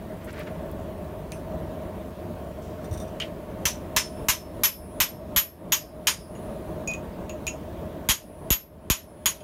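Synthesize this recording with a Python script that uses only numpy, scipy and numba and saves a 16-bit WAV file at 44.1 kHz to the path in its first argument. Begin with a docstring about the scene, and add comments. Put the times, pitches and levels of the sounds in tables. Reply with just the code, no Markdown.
"""Hammering a drift at the anvil

A hand hammer drives a steel drift through hot steel over the hole of an anvil, in two runs of blows.
Each contact is a noise crack plus decaying modes of drift, hammer head and anvil; blows add a low thump.
A gas forge of filtered noise roars and hisses in a small workshop; scuffs, knocks and a dragged handle
are shaped noise. The recorder's gain control and limiter duck the roar after loud blows."""
import sys
import numpy as np
from scipy import signal
from scipy.fft import rfft, irfft, next_fast_len
from scipy.io import wavfile
from scipy.ndimage import uniform_filter1d, minimum_filter1d, map_coordinates
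from numba import njit

SR = 44100
rng = np.random.default_rng(int(sys.argv[2]) if len(sys.argv) > 2 else 0)


def master(y):
    """Save y as 16-bit WAV."""
    cut = np.clip(np.atleast_2d(y).T, -1, 1)
    pcm = np.round(cut * 32767)  # scale
    wavfile.write(sys.argv[1], SR, pcm.astype(np.int16))


def convert_level_to_amplitude(level_db):
    """Map a level in decibels to its linear amplitude factor."""
    exponent = np.asarray(level_db, float) / 20
    return 10 ** exponent


N = 415863


def unit(x):
    """Scaled to rms 1."""
    return x / np.sqrt(np.mean(x ** 2) + 1e-20)


def along(points, hz):
    """Interpolates (Hz, value) points on a log frequency axis."""
    f, v = np.transpose(points)
    return np.interp(np.log(hz + 1), np.log(f + 1), v)


def wobble(knots_per_s):
    """Smooth random curve: a spline through normal random knots."""
    knots = rng.standard_normal(int(N * 60 / SR) + 4)
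    return map_coordinates(knots, [np.arange(N) * knots_per_s / SR])


def filtered(x, response):
    """x times a response of frequency."""
    m = next_fast_len(len(x) + 8192)
    return irfft(rfft(x, m) * response(np.fft.rfftfreq(m, 1 / SR)), m)[:len(x)]


def peaks(table, f):
    """Sum of causal resonances (Hz, width Hz, dB) of alternating sign."""
    total = 0
    for k, (hz, width_hz, db) in enumerate(table):
        total = total + (-1) ** k * convert_level_to_amplitude(db) * 1j * f * width_hz / (hz * hz - f * f + 1j * f * width_hz)
    return total


def band_noise(hz, width_hz, size):
    """Noise of rms 1 through a resonance applied twice."""
    return unit(filtered(rng.standard_normal(size), lambda f: peaks([(hz, width_hz, 0)], f) ** 2))


def strokes(rows, attack_s, t60_s):
    """Envelope of (s, dB) strokes that rise quickly and die away; the highest one counts."""
    envelopes = []
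    for s, db in rows:
        since_s = np.maximum(np.arange(N) / SR - s, 0)
        envelopes.append(convert_level_to_amplitude(db - 60 * since_s / t60_s) * (1 - np.exp(-since_s / attack_s)))
    return np.max(envelopes, axis=0)


def add(track, s, sound):
    """Mixes a sound in at time s."""
    part = track[round(s * SR):][:len(sound)]
    part += sound[:len(part)]


def rush(response, patchy_db):
    """Filtered noise of rms 1; its time-frequency patches vary in gain by patchy_db rms."""
    z = signal.stft(rng.standard_normal(N), nperseg=512)[2]
    field = uniform_filter1d(rng.standard_normal(z.shape), size=5, axis=0)
    field = uniform_filter1d(field, size=10, axis=1)
    noise = signal.istft(z * convert_level_to_amplitude(patchy_db * unit(field)), nperseg=512)[1][:N]
    return unit(filtered(noise, response))


def forge():
    """The flame flutters in the low roar; the gas jet hisses more evenly."""
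    # Each row: time in seconds, roar level in dB before flutter.
    roar_levels = [(0.0, -37.5), (0.3, -37.5), (0.5, -34.5), (2.4, -35.5), (2.7, -35.5), (3.2, -34.5),
                   (9.4, -35)]
    # Roar spectrum. Each row: frequency in Hz, relative level in dB.
    roar_shape = [(12, -24), (20, -20.5), (53, -3.5), (75, 0.5), (120, -5.5), (160, -1.5), (290, -6),
                  (347, -4.5), (507, -10.5), (619, 0), (826, -21), (905, -14), (1080, -18.5), (1190, -21.5),
                  (1500, -32.5), (1950, -60), (3300, -120)]
    # Hiss spectrum. Each row: frequency in Hz, relative level in dB.
    hiss_shape = [(760, -32), (1300, -5), (1620, -5), (1870, -6), (2140, -9), (3250, -12.5), (4990, -20.5),
                  (8580, -23), (9820, -23.5), (11700, -22.5), (12700, -20), (15700, -18)]
    # Narrow bands added to the hiss. Each row: centre in Hz, width in Hz, gain in dB.
    whistles = [(9640, 58, 8), (10900, 110, -1.5), (13000, 69, 2)]
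    # Standing waves in the shop thin the sound. Each row: centre in Hz, half width in Hz, share lost 0-1.
    nulls = [(130, 9, .55), (245, 12, .35), (295, 10, .35), (380, 14, .45), (500, 22, .45), (582, 10, .6),
             (678, 12, .7), (820, 14, .4), (955, 12, .5), (1010, 10, .55), (1185, 16, .5), (1300, 18, .35),
             (1385, 12, .35)]

    def room(f):
        return np.prod([1 - lost / (1 + ((f - hz) / half_hz) ** 2) for hz, half_hz, lost in nulls], axis=0)

    def flame(f):
        return convert_level_to_amplitude(along(roar_shape, f)) * room(f)

    def jet(f):
        return convert_level_to_amplitude(along(hiss_shape, f)) * (1 + np.abs(peaks(whistles, f))) * room(f) * (f < 15800)

    times_s, levels_db = np.transpose(roar_levels)
    roar_db = np.interp(np.arange(N) / SR, times_s, levels_db)
    hiss_db = -54.5 + 0.15 * (roar_db - roar_db.mean())  # the jet barely follows the flame
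    flutter_db = 0.81 * wobble(3.684) + 1.12 * wobble(22)
    roar = convert_level_to_amplitude(roar_db + flutter_db) * rush(flame, patchy_db=0.0)
    return roar + convert_level_to_amplitude(hiss_db + 0.22 * flutter_db) * rush(jet, patchy_db=1.65)


def rub():
    """Tongs jerk over coarse scale: dense uneven grains in a broad mid band."""
    # Each row: start in seconds, level in dB.
    jerks = [(.205, -52), (.266, -43), (.31, -44), (.376, -40.5), (.462, -44.5)]
    grit = rng.standard_normal(N) * convert_level_to_amplitude(3.9 * wobble(59))
    body = unit(filtered(grit, lambda f: peaks([(1660, 1500, 0)], f) ** 2))
    return strokes(jerks, attack_s=0.0043, t60_s=0.49) * body


def handling():
    """Short scuffs, dull knocks, and a handle that catches and slips as it drags, all from shaped noise."""
    # Scuffs of tools being moved. Each row: start in seconds, peak in dB, centre in Hz, t60 in seconds.
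    scuffs = [(.244, -48.5, 10500, 0.093), (0.305, -52, 5000, .04), (.329, -45, 9500, 0.018),
              (.38, -52, 3600, 0.081), (.392, -45, 12300, 0.046), (.433, -50, 6200, .02),
              (.7135, -46, 13400, .03), (2.62, -60, 6000, 0.98)]
    # Dull knocks. Each row: start in seconds, peak in dB, centre in Hz.
    knocks = [(1.319, -41.5, 2570), (3.202, -27.5, 3020), (3.217, -29, 3040), (9.404, -45, 3200)]
    # Narrow core, broad tail. Each row: share of the knock's centre, width in Hz, level in dB, t60 in seconds.
    knock_parts = [(1.0, 400, 0, 0.1), (0.82, 2000, -8, 0.19)]
    # Slips of the handle. Each row: start in seconds, level in dB.
    slips = [(2.842, -51.5), (2.911, -48), (2.927, -42.5), (2.937, -42.5), (2.974, -44), (2.999, -40),
             (3.016, -47), (3.078, -52.5)]
    # Resonances of the chatter. Each row: centre in Hz, width in Hz, level in dB.
    rattle_body = [(3600, 96, -3.5), (5860, 190, -0.5), (8900, 190, -3), (12700, 500, -13)]

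    out, t = np.zeros(N), np.arange(SR // 2) / SR
    for s, db, hz, t60_s in scuffs:
        add(out, s, convert_level_to_amplitude(db - 60 * t / t60_s) * band_noise(hz, 0.72 * hz, size=len(t)))
    for s, db, hz in knocks:
        for share, width_hz, part_db, t60_s in knock_parts:
            envelope = convert_level_to_amplitude(db + part_db - 60 * t / t60_s)
            add(out, s, envelope * band_noise(share * hz, width_hz, size=len(t)))

    attack_s = 0.00092
    friction = rng.standard_normal(N) * convert_level_to_amplitude(1.7 * wobble(55))  # catches and lets go
    chatter = unit(filtered(friction, lambda f: 0.077 * (f > 2500) + peaks(rattle_body, f)))
    drag = strokes(slips, attack_s, t60_s=0.15) * chatter
    tick = convert_level_to_amplitude(-6) * strokes(slips, attack_s / 4, t60_s=0.028) * band_noise(9000, 11000, size=N)
    # the handle's low bump against the stand
    bump = strokes([(2.905, -27)], attack_s=0.0098, t60_s=0.37) * band_noise(103, 73, size=N)
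    return out + drag + tick + bump


def dying_noise(stretch, size):
    """Noise whose every frequency dies at the workshop's own speed, times stretch."""
    # Each row: frequency in Hz, t60 in seconds at stretch 1.
    shop = [(800, 0.25), (2500, 0.25), (6000, .26), (11000, 0.19), (16000, 0.041)]
    hz, t, z = signal.stft(rng.standard_normal(size), SR, nperseg=128)
    t60_s = stretch * along(shop, hz)[:, None]
    return signal.istft(z * convert_level_to_amplitude(-60 * t / t60_s), SR, nperseg=128)[1][:size]


def ring(hz, modes, t, spread_db, extra_blur_hz=0, damping_db_per_s=0):
    """One object's modes, each struck at a new strength; a wandering phase widens the lines."""
    db, t60_s, blur_hz = np.transpose(modes)[:, :, None]
    hold = 50  # samples per phase step
    steps = rng.standard_normal((len(modes), len(t) // hold))
    wander = np.repeat(np.cumsum(steps, axis=1), hold, axis=1)
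    wander = wander * np.sqrt(2 * np.pi * (blur_hz + extra_blur_hz) * hold / SR)
    level_db = db + spread_db * steps[:, -1:] - (60 / t60_s + damping_db_per_s) * t
    phase = 2 * np.pi * np.outer(hz, t) + wander + 3 * steps[:, -2:-1]
    return np.sum(convert_level_to_amplitude(level_db) * np.sin(phase), axis=0)


def contact(drift_db, hammer_db, anvil_db, tilt_db, anvil_tilt_db, grip, stretch, wet_db):
    """Steel meets steel: a crack that fills the shop, three ringing bodies and their echoes."""
    # Crack spectrum before tilt. Each row: frequency in Hz, level in dB.
    crack_shape = [(410, -56.5), (700, -23.5), (969, -1.5), (1380, -7), (1790, -3.5), (2710, -0.5),
                   (3130, -1), (4450, -5), (6930, -2), (10700, -12.5), (11500, -3.5), (12500, -12),
                   (15100, -4), (15800, -14.5)]
    # Mode pitches in Hz; the lowest of the drift rises with grip.
    drift_hz, hammer_hz, anvil_hz = [2490, 6630, 6703, 6870, 11500, 15700], [10120, 11710, 13500, 14585], [4840, 5303, 6050, 8306, 9222,
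                                                                          9781, 11230, 13770]
    # Modes, blurred by close neighbours. Each row: level in dB before tilt, t60 in seconds, blur in Hz
    # (grip damps and blurs the drift's lowest further).
    drift_modes, hammer_modes, anvil_modes = [(-0.5, 0.87, 4.5), (-3, 0.11, 25), (-8, 0.07, 4),
                                              (-4, 0.14, 25), (-20.5, .13, 50), (-26, .07, 40)], [(-9, 0.16, 160), (-1, 0.24, 4.5),
                                                             (-1, 0.17, 130), (0, 0.17, 50)], [(-20.5, 0.34, 3),
                                                                             (-13.5, 0.33, 5.3),
                                                                             (-2.5, 0.17, 160),
                                                                             (-19.5, 0.23, 3),
                                                                             (-12.5, 0.27, 6.1),
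                                                                             (-34.5, 2.1, 1.4),
                                                                             (-14, 0.24, 4), (-24, .45, 3)]

    t = np.arange(SR) / SR
    # both tilts are in dB per octave
    crack = filtered(dying_noise(stretch, size=SR),
                     lambda hz: convert_level_to_amplitude(along(crack_shape, hz) + tilt_db * np.log2((hz + 1) / 4000)))
    direct = 0.54 * convert_level_to_amplitude(-60 * t / 0.0022)  # the direct sound leads the echoes
    crack = crack / np.std(crack[:400]) * (1 + direct)

    held_hz = [drift_hz[0] * (1 + 0.29 * grip), *drift_hz[1:]]  # a seated tip stiffens the lowest bending mode
    seat = np.sqrt(grip * (np.arange(len(drift_modes)) == 0)[:, None])  # the seat rattles and damps the tip
    drift = ring(held_hz, drift_modes, t, spread_db=0.0, extra_blur_hz=300 * seat, damping_db_per_s=840 * seat)

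    # a dull blow spares the high modes
    face = [(db + 9 * tilt_db * np.log2(hz / 11000), *rest) for hz, (db, *rest) in zip(hammer_hz, hammer_modes)]
    hammer = ring(hammer_hz, face, t, spread_db=4.5)

    # the spot touched tilts the anvil's modes
    spot = [(db + anvil_tilt_db * np.log2(min(hz, 9300) / 6000), *rest)
            for hz, (db, *rest) in zip(anvil_hz, anvil_modes)]
    anvil = ring(anvil_hz, spot, t, spread_db=3.0)

    steel = convert_level_to_amplitude(drift_db) * drift + convert_level_to_amplitude(hammer_db) * hammer + convert_level_to_amplitude(anvil_db) * anvil
    tail = dying_noise(0.63, size=SR // 4)
    echoes = signal.fftconvolve(steel, tail / np.linalg.norm(tail))[:SR]  # echoes roughen the lines
    return crack + steel + convert_level_to_amplitude(wet_db) * echoes


def taps():
    """The drift is set down, seated and knocked lightly; touches soon after still its ring by their grip."""
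    # Each row: start in seconds, strength in dB, drift ring in dB re strength,
    # anvil brightness in dB per octave, grip on the drift 0-1.
    touches = [(1.32, -44.5, -14, 13.5, 0.02), (3.2004, -35.5, -11, 6, 0.55), (3.217, -48, -11, 2, 0.6),
               (6.351, -58, 11.5, .1, 0.45), (6.875, -44.5, 16.5, -20, 0), (6.915, -50, 5, -9, 0.05),
               (6.936, -46, 8, -6, 0.08), (6.949, -52, 6, -6, 0.27), (7.295, -45.5, 7, -14, 0.2),
               (7.4679, -38.5, 12, -3, 0.01), (7.478, -43, 15.5, 4, 0.31), (9.406, -55, 7, 1, 0.3)]
    out, t = np.zeros(N), np.arange(SR) / SR
    for s, db, drift_db, anvil_tilt_db, grip in touches:
        anvil_db = 3.5 - 33 * np.sqrt(grip)  # a bare touch rings the anvil, soft steel around the tip mutes it
        stilled_db = 0
        for later, *_, firm in touches:
            if s < later < s + 0.1:
                stilled_db = stilled_db - 2500 * firm * np.maximum(t + s - later, 0)
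        hammer_db = -8 if grip >= 0.6 else -68  # the hammer only touches a seated drift
        tilt_db, stretch = -0.5 - 7.8 * grip, 0.02 + 0.32 * grip  # a firm seat: duller, fills the room more
        sound = contact(drift_db + stilled_db, hammer_db, anvil_db, tilt_db, anvil_tilt_db, grip, stretch,
                        wet_db=-10.5)
        add(out, s, convert_level_to_amplitude(db) * sound)
    return out


def blows():
    """Heavy blows, each with a thump through the stand: a sine gliding down to 45 Hz, just after the crack."""
    # Each row: start in seconds, strength in dB (9 dB above the level used), drift ring in dB and
    # hammer ring in dB re that level, thump in dB.
    blow_rows = [(3.6541, -11.5, -13, -2, -45), (3.964, -8, -7, -9, -18), (4.2851, -5.5, -6.5, -2.5, -16),
                 (4.635, -4.5, -7, -2, -22), (5.0022, -4, -5.5, -1.5, -21), (5.362, -2.5, 0.5, 2.5, -11.5),
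                 (5.721, -5, 2, -4.5, -43), (6.0705, -4.5, 0, -8, -38), (8.0887, -1, 5, 0, -5.5),
                 (8.5042, -1.5, 3, 1, 6.5), (8.9, -1.5, -1, 2.5, 1.5), (9.258, -6, 2, 1.5, -18.5)]
    out, t = np.zeros(N), np.arange(SR // 4) / SR
    cycles = 45 * t + 2.0 * (1 - np.exp(-t / 0.0027))
    thump = -np.sin(2 * np.pi * cycles) * convert_level_to_amplitude(-60 * t / 0.075) * (1 - np.exp(-t / 0.0036))
    for s, db, drift_db, hammer_db, thump_db in blow_rows:
        working_s = s - blow_rows[0][0]
        # the steel cools and the drift wedges in: the anvil rings less;
        # what the hammer face does not ring with goes into the anvil
        anvil_db = -4 - 0.5 * working_s - 0.44 * hammer_db
        sound = contact(drift_db, hammer_db, anvil_db, tilt_db=-1.5, anvil_tilt_db=-0.1 * working_s,
                        grip=0.93, stretch=0.85, wet_db=-2.0)
        add(out, s, convert_level_to_amplitude(db - 9) * sound)
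        add(out, s + 0.00071, convert_level_to_amplitude(thump_db) * thump)
    return out


def scene():
    """All sources at the one microphone."""
    return (forge() + rub() + handling() + taps() + blows())[None]


@njit
def follow(wanted_db, fall, rise_db):
    """Gain that sinks quickly toward the wanted value and climbs back at a steady rate (per sample)."""
    gain = np.zeros(len(wanted_db))
    for i in range(1, len(gain)):
        if wanted_db[i] < gain[i - 1]:
            gain[i] = gain[i - 1] + fall * (wanted_db[i] - gain[i - 1])
        else:
            gain[i] = min(wanted_db[i], gain[i - 1] + rise_db)
    return gain


def band_limit(x):
    """A steep low-pass at the top of the band."""
    return signal.sosfilt(signal.butter(12, 17050, fs=SR, output="sos"), x)


def record(dry):
    """Band limit, slow gain control, then a fast limiter on the short-term rms."""
    x = filtered(dry[0], lambda f: 1 / np.sqrt(1 + (f / 15950) ** 60))

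    level_db = 10 * np.log10(np.abs(uniform_filter1d(x ** 2, size=882)) + 1e-12)
    wanted_db = np.minimum(-23.0 - level_db, 0)
    wanted_db = minimum_filter1d(wanted_db, size=3001, origin=1500)  # holds before it recovers
    fall_s, rise_db_per_s = 0.058, 32
    x = x * convert_level_to_amplitude(follow(wanted_db, 1 / (fall_s * SR), rise_db_per_s / SR))

    short_rms = np.sqrt(np.abs(uniform_filter1d(x ** 2, size=133)) + 1e-12)  # single peaks slip through
    needed = np.minimum(convert_level_to_amplitude(-16) / short_rms, 1)
    x = x * uniform_filter1d(minimum_filter1d(needed, size=221), size=111)
    return band_limit(x[None])


dry = scene()
out = record(dry)
master(out)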